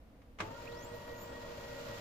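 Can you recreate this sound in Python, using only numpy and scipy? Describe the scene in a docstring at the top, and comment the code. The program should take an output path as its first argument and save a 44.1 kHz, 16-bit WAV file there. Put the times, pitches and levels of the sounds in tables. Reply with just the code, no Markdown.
"""A quiet room, with the stereo microphone just above the panel of a laser printer as it wakes.
The drive engages with a plastic clack: noise cracks, ringing case modes and soft chassis thuds.
Its gears run up to a whirr of wavering, surging partials over the noise of rustling rollers.
Faintly behind, the mirror motor spins up in raspy partials that climb and fade out."""
import sys
import numpy as np
from scipy import signal
from scipy.fft import rfft, irfft
from scipy.io import wavfile

SR = 44100
rng = np.random.default_rng(int(sys.argv[2]) if len(sys.argv) > 2 else 0)


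def to_wav(s):
    """Save 16-bit WAV."""
    ch = np.atleast_2d(s).T  # columns
    pcm = np.round(np.clip(ch, -1, 1) * 32767)  # PCM
    wavfile.write(sys.argv[1], SR, pcm.astype(np.int16))


N = 88552
T = np.arange(N) / SR
EDGE_HZ = 15480  # upper band limit of the recorder


def amp(db):
    """Decibels to gain."""
    return 10 ** (np.asarray(db) / 20)


def unit(x):
    """Scales to rms 1."""
    return x / np.sqrt(np.mean(abs(x) ** 2) + 1e-20)


def read(points, hz):
    """Reads a table on a log-frequency axis."""
    f, value = np.transpose(points)
    return np.interp(np.log(hz + 1), np.log(f + 1), value)


def curve(points, axis=1):
    """Reads one column of a table over time."""
    rows = np.array(points)
    return np.interp(T, rows[:, 0], rows[:, axis])


def drift(rate_hz):
    """Random wander of rms 1, weakening above the given rate."""
    f = np.fft.rfftfreq(N, 1 / SR)
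    slowing = (f > 0) / (1 + (f / rate_hz) ** 2)
    return unit(irfft(rfft(rng.standard_normal(N)) * slowing, N))


# likeness of the two microphone sides: (frequency [Hz], left-right correlation [-1 to 1])
SIDE_LIKENESS = [(40, .97), (150, 0.9), (300, 0.9), (600, 0.65), (1300, 0), (2500, 0.04), (5000, 0),
                 (14000, 0)]
# lean of the stereo image: (frequency [Hz], left minus right [dB])
SIDE_LEAN = [(60, -1), (200, 1.5), (380, -1.5), (620, 2.5), (1000, -3.5), (1400, 2.5), (2500, 0.5),
             (4400, -2), (7000, -3.5), (8600, 5), (11000, -3), (14300, 3)]


def colour(pair, spectrum):
    """Gives two unrelated signals a spectrum and a frequency-dependent stereo image, at rms 1."""
    f = np.fft.rfftfreq(N, 1 / SR)
    a, b = rfft(pair)
    same = np.clip(read(SIDE_LIKENESS, f), -.99, .99)
    lean = read(SIDE_LEAN, f)
    left = a * amp(lean / 2)
    right = (same * a + np.sqrt(1 - same ** 2) * b) * amp(-lean / 2)
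    return unit(irfft(np.array([left, right]) * amp(read(spectrum, f)), N))


def noise(spectrum):
    """Steady stereo noise of rms 1."""
    return colour(rng.standard_normal((2, N)), spectrum)


# spectrum of the quiet room: (frequency [Hz], relative density [dB per Hz])
ROOM_SPECTRUM = [(10, -31), (22, -6.5), (38, -17), (60, -4.5), (90, -17), (178, -22.5), (270, -14.5),
                 (377, -30.5), (480, -22), (750, -27.5), (950, -32.5), (2500, -41), (8000, -54.5),
                 (15000, -52)]
ROOM_DB = -57.5


def room_tone():
    """The room itself: steady noise, heaviest in the lows."""
    return amp(ROOM_DB) * noise(ROOM_SPECTRUM)


# spin-up of the mirror motor: (time [s], whine frequency [Hz])
MIRROR_SPIN_UP = [(.63, 1300), (.67, 2320), (.68, 2560), (.73, 3990), (.8, 5950), (.854, 7270), (.95, 9240),
                  (1.06, 11290), (1.164, 13120), (1.29, 15290), (1.45, 17700)]
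# partials of the whine: (multiple of a sixth of the whine, level [dB], whine frequency at half entry [Hz])
MIRROR_PARTIALS = [(3, -4.5, 12600), (6, 0, 1800), (8, -14, 9000), (9, -7, 8500), (12, -4, 5500)]
# passage through the case: (frequency [Hz], level [dB], left minus right [dB])
CASE_PASSAGE = [(1700, -59, 0), (2150, -65, 0), (2380, -53.5, 0), (2520, -49, 0), (2750, -64, 0),
                (3300, -70, 0), (3900, -61, -3), (4700, -63.5, -3), (5400, -62.5, -3), (6300, -65, -4),
                (7150, -59.5, -8), (7700, -72, -2), (8200, -72, 0), (9000, -78, 0), (10500, -78, 0),
                (12000, -71, 2), (13400, -69, 0), (14200, -59, 6), (14700, -69, 3), (15400, -74, 0)]


def mirror(rasp=0.91, rasp_hz=160, swell_hz=1000, fade_s=0.12):
    """The mirror motor accelerates; its raspy partials flare as they cross the resonances of the case."""
    whine_hz, case, out = curve(MIRROR_SPIN_UP), np.array(CASE_PASSAGE), np.zeros((2, N))
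    half_lean = np.array([[.5], [-.5]])
    for k, db, from_hz in MIRROR_PARTIALS:
        hz = whine_hz * k / 6
        below_edge = np.clip((EDGE_HZ - hz) / 200, 0, 1)
        entered = np.clip((whine_hz - from_hz) / swell_hz + .5, 0, 1)
        level_db = db + read(case[:, :2], hz) + half_lean * read(case[:, ::2], hz)
        grit = np.array([unit(1 + rasp * (drift(rasp_hz) + 1j * drift(rasp_hz))) for _ in range(2)])
        partial = (grit * np.exp(2j * np.pi * np.cumsum(hz) / SR)).real
        out += np.sqrt(2) * below_edge * entered * amp(level_db) * partial
    return out * np.clip((MIRROR_SPIN_UP[-1][0] - T) / fade_s, 0, 1)


START_S = .41


def running(rise_s=0.0054):
    """Fades in linearly as the drive starts."""
    return np.clip((T - START_S) / rise_s, 0, 1)


# lumpy whirr of the gear train: (frequency [Hz], relative density [dB per Hz])
WHIRR_SPECTRUM = [(30, -2.5), (70, -26), (105, 2.5), (140, -9.5), (260, -4), (350, -10), (450, -8),
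                  (560, -6.5), (640, -0.5), (745, -16.5), (900, -8.5), (1250, -9.5), (1750, -19.5),
                  (3000, -29), (8000, -78)]
# rustle of the rollers: (frequency [Hz], relative density [dB per Hz])
RUSTLE_SPECTRUM = [(300, -31), (1200, -3.5), (2300, 1), (3400, -2), (4500, -2.5), (6200, -7.5),
                   (7250, -6.5), (8100, -18), (10500, -19.5), (12800, -16), (14200, -9), (15400, -25)]
# course of the load: (time [s], whirr and shaft hum level [dB], rustle level [dB])
LOAD_LEVEL = [(.46, 1, -1.5), (.53, 0, -2.5), (.6, -3, 1), (.8, -1, -0.5), (1.05, -1.5, -1),
              (1.35, -0.5, 0.5), (1.6, -0.5, 3), (1.78, -1.5, 4), (1.87, 1.5, 5.5), (2.0, 0.5, 6)]
WHIRR_DB, RUSTLE_DB = -51.5, -58.5  # before the load curve


def rollers(ticks_per_s=700, tick_spread_db=1.5, tick_share=0.31, flicker_db=1.4):
    """A lumpy whirr from the gear train and a rustle of tiny slips on the rollers."""
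    whirr_db = WHIRR_DB + curve(LOAD_LEVEL) + flicker_db * drift(36)
    whirr = noise(WHIRR_SPECTRUM) * amp(whirr_db)
    ticks = (rng.random((2, N)) < ticks_per_s / SR) * rng.choice([-1, 1], (2, N))
    ticks = unit(ticks * amp(tick_spread_db * np.minimum(rng.exponential(1, N), 4)))
    rustle = colour(rng.standard_normal((2, N)) + tick_share * ticks, RUSTLE_SPECTRUM)
    rustle_db = RUSTLE_DB + curve(LOAD_LEVEL, axis=2) + 1.0 * drift(56)
    return running() * (whirr + rustle * amp(rustle_db))


# soft chassis thuds: (time [s], half length to 1/e [s], frequency [Hz], level [dB])
CHASSIS_THUDS = [(.417, .009, 590, -47), (.432, .013, 325, -45), (.43, .02, 165, -54), (.432, .02, 95, -44)]


def lurch():
    """The chassis takes up the blow a moment later in soft, low thuds, alike on both sides."""
    out = np.zeros(N)
    for s, half_s, hz, db in CHASSIS_THUDS:
        swell = np.exp(-((T - s) / half_s) ** 2)
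        out += amp(db) * swell * np.sin(2 * np.pi * hz * (T - s))
    return out


# one faint tick, then the blows as the drive engages: (time [s], relative level [dB])
BLOWS = [(0.217, -30.5), (0.386, -11.5), (0.394, -10.5), (0.4014, -2.5), (0.4031, 0), (0.408, -9),
         (.4165, -23), (.4315, -25)]
# ringing modes of the plastic case: (frequency [Hz], relative level [dB], time to fall 60 dB [s])
CASE_MODES = [(262, -12, .1), (560, -11, .08), (622, -7, .1), (712, -7.5, .08), (1014, -4, .07),
              (1130, -2, .09), (1215, -2.5, .08), (2112, -3.5, .09), (2220, -10, .07), (2487, -11, .08),
              (3268, -13, .07)]
# crack of each blow: (frequency [Hz], relative density [dB per Hz])
CRACK_SPECTRUM = [(60, -24), (150, -2), (260, -4), (500, -5), (1100, 1), (1600, -1.5), (2600, -4),
                  (4000, -12.5), (7000, -18.5), (9000, -29.5), (15000, -40)]
MODES_DB, CRACK_DB, BLOW_RISE_S = -39, -36.5, .002
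CRACK_T60_S, TAIL_DB, TAIL_T60_S = 0.042, -6, 0.18  # tail level relative to the crack


def clack():
    """Each blow gives a crack with a short room tail and feeds the ringing modes of the plastic case."""
    ages = [(np.maximum(T - s, 0), db) for s, db in BLOWS]

    def decay(t60):
        """Summed energy of all blows, as an envelope."""
        energy = 0
        for age, db in ages:
            energy += (np.minimum(age / BLOW_RISE_S, 1) * amp(db - 60 * age / t60)) ** 2
        return np.sqrt(energy)

    ringing = np.zeros((2, N))
    for hz, db, t60 in CASE_MODES:
        # the two sides differ more in phase toward the treble
        phase = 2 * np.pi * rng.random() + rng.standard_normal((2, 1)) * min(hz / 2500, 1)
        ringing += amp(db) * decay(t60) * np.sin(2 * np.pi * hz * T + phase)
    crack = (decay(CRACK_T60_S) + amp(TAIL_DB) * decay(TAIL_T60_S)) * noise(CRACK_SPECTRUM)
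    return amp(CRACK_DB) * crack + amp(MODES_DB) * ringing


def tone(turns, db, lean_db, lead, unsteady, flutter_hz=9):
    """One partial of a turning part, fluttering a little differently on each side."""
    flutter = unit(drift(flutter_hz) + 1j * drift(flutter_hz))
    own = np.array([unit(drift(25) + 1j * drift(65)) for _ in range(2)])
    sides = np.array([[amp(lean_db / 2) * np.exp(1j * lead)], [amp(-lean_db / 2)]])
    wavering = sides * unit(1 + unsteady * (0.83 * flutter + 0.76 * own))
    return np.sqrt(2) * amp(db) * (wavering * np.exp(2j * np.pi * turns)).real


# first gear mesh tone: (time [s], level relative to GEAR_DB [dB])
FIRST_MESH_LEVEL = [(.45, 4), (.53, -4), (.6, -9), (.69, 4.5), (.75, 5), (.82, -4.5), (.9, 0), (.95, 7),
                    (1.0, -7.5), (1.13, 5), (1.18, -5), (1.26, -1.5), (1.34, 4.5), (1.39, -3), (1.51, 3.5),
                    (1.58, -5), (1.63, 1), (1.675, -0.5), (1.72, 2), (1.77, -1.5), (1.91, 2), (2.0, -3)]
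# second gear mesh tone: (time [s], level [dB])
SECOND_MESH_LEVEL = [(.45, -49.5), (.485, -60), (.515, -52.5), (.545, -58.5), (.58, -56), (.68, -60),
                     (.85, -57), (1.0, -61), (1.28, -59), (1.45, -60), (2.0, -63.5)]
# third gear mesh tone, which flares during the run-up: (time [s], level [dB])
THIRD_MESH_LEVEL = [(.45, -78), (.53, -72), (.565, -58), (.595, -60.5), (.63, -69.5), (2.0, -67)]
# ringing fourth gear mesh tone: (time [s], level [dB])
FOURTH_MESH_LEVEL = [(.45, -70), (.645, -65), (.69, -56), (.73, -61), (.78, -59), (.83, -60.5), (.865, -74),
                     (.93, -56.5), (1.04, -62.5), (1.14, -54.5), (1.21, -67), (1.29, -59.5), (1.36, -54.5),
                     (1.41, -63.5), (1.45, -58.5), (1.53, -65.5), (1.63, -59.5), (1.69, -60), (1.77, -55),
                     (1.85, -70.5), (1.92, -56), (2.0, -59.5)]
# upper mesh tones: (multiple of MESH_HZ, level [dB], left minus right [dB], left leads [rad], unsteadiness [0-1])
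MESH_OVERTONES = [(6, -76, 2, 0.49, 1), (7, -74, 7.5, 0.66, 1)]
# motor shaft: (multiple of HUM_HZ, level [dB], left minus right [dB], left leads [rad], unsteadiness [0-1])
SHAFT_HUM = [(1, -68.5, -0.36, 0.068, 1), (2, -61.5, -0.4, 0.039, 0.1), (3, -63.5, 0.62, 0, 0.19),
             (4, -66, 0, 0.094, 0.45), (5, -64.5, 0.32, 0.1, 0.15), (6, -70, -0.64, 0.094, 0.71),
             (7, -66, 0, 0, 0.27)]
# idler gears: (frequency [Hz], level [dB], left minus right [dB], left leads [rad], unsteadiness [0-1])
IDLER_TONES = [(121, -65, 0, 0, .5), (593, -58.5, 6, .4, .35), (632, -67, 2, .2, .7), (790, -72, 2, 0, .4),
               (828, -72, 0, 0, .5), (883, -71, 0, 0, .7), (912, -71, 2, 0, .6), (1380, -75, 0, 0, .7)]
# idler gears and surging tone together: (time [s], relative level [dB])
IDLER_SURGE_LEVEL = [(.46, -10), (.54, -1), (.75, -4.5), (1.05, -2.5), (1.25, -3), (1.7, 1.5), (1.93, 2),
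                     (2.0, -1.5)]
START_SHORT, SPIN_UP_S = .15, .075  # fraction of speed missing at the start, time constant
MESH_HZ, HUM_HZ, GEAR_DB, GEAR_RISE_S = 475.2, 52.0, -53.5, 0.046
SPEED_WANDER = 0.0025  # rms fraction of the motor speed
SWAY_HZ, SWAY_DEPTH = 5.6, 0.0025  # rate and peak fraction of speed
# an off-centre gear goes slack once a turn: its pitch, its turn and one moment of slack
SURGE_HZ, TURN_S, SLACK_S, SURGE_DB = 558, .155, 1.07, -53.5


def drive():
    """Shaft and gear tones locked to one motor speed; off-centre gears sway the mesh and surge one tone."""
    shortfall = START_SHORT * np.exp(-np.maximum(T - START_S, 0) / SPIN_UP_S)
    speed = 1 - shortfall + SPEED_WANDER * drift(9.2)
    travel = np.cumsum(speed) / SR
    swayed = travel + np.cumsum(SWAY_DEPTH * np.sin(2 * np.pi * SWAY_HZ * T)) / SR
    mesh = tone(MESH_HZ * swayed, GEAR_DB + curve(FIRST_MESH_LEVEL),
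                lean_db=-5.5, lead=1.46, unsteady=0.31, flutter_hz=23.4)
    mesh += tone(2 * MESH_HZ * swayed, curve(SECOND_MESH_LEVEL),
                 lean_db=9.5, lead=1.59, unsteady=0.42, flutter_hz=28)
    mesh += tone(3 * MESH_HZ * swayed, curve(THIRD_MESH_LEVEL),
                 lean_db=-11, lead=0, unsteady=1.0, flutter_hz=31)
    # the fourth follows the motor without the sway
    mesh += tone(4 * MESH_HZ * travel, curve(FOURTH_MESH_LEVEL),
                 lean_db=0.0, lead=-0.78, unsteady=0.22, flutter_hz=22)
    mesh += sum(tone(k * MESH_HZ * swayed, *row) for k, *row in MESH_OVERTONES)
    hum = sum(tone(k * HUM_HZ * travel, *row) for k, *row in SHAFT_HUM) * amp(curve(LOAD_LEVEL))
    idlers = sum(tone(hz * travel, *row) for hz, *row in IDLER_TONES)
    contact = abs(np.sin(np.pi * (T - SLACK_S) / TURN_S))
    surge = contact * tone(SURGE_HZ * travel, SURGE_DB,
                           lean_db=3.5, lead=0.23, unsteady=0.48, flutter_hz=23)
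    tones = mesh + hum + (idlers + surge) * amp(curve(IDLER_SURGE_LEVEL))
    return running(rise_s=GEAR_RISE_S) ** .5 * tones


def scene():
    """The room first, then the printer close below the microphone."""
    return room_tone() + mirror() + rollers() + lurch() + clack() + drive()


def record(dry):
    """The band limit of the recorder, a steep low-pass."""
    low_pass = signal.firwin(511, EDGE_HZ, window=("kaiser", 9), fs=SR)
    return signal.oaconvolve(dry, low_pass[None], "same")


dry = scene()
out = record(dry)
to_wav(out)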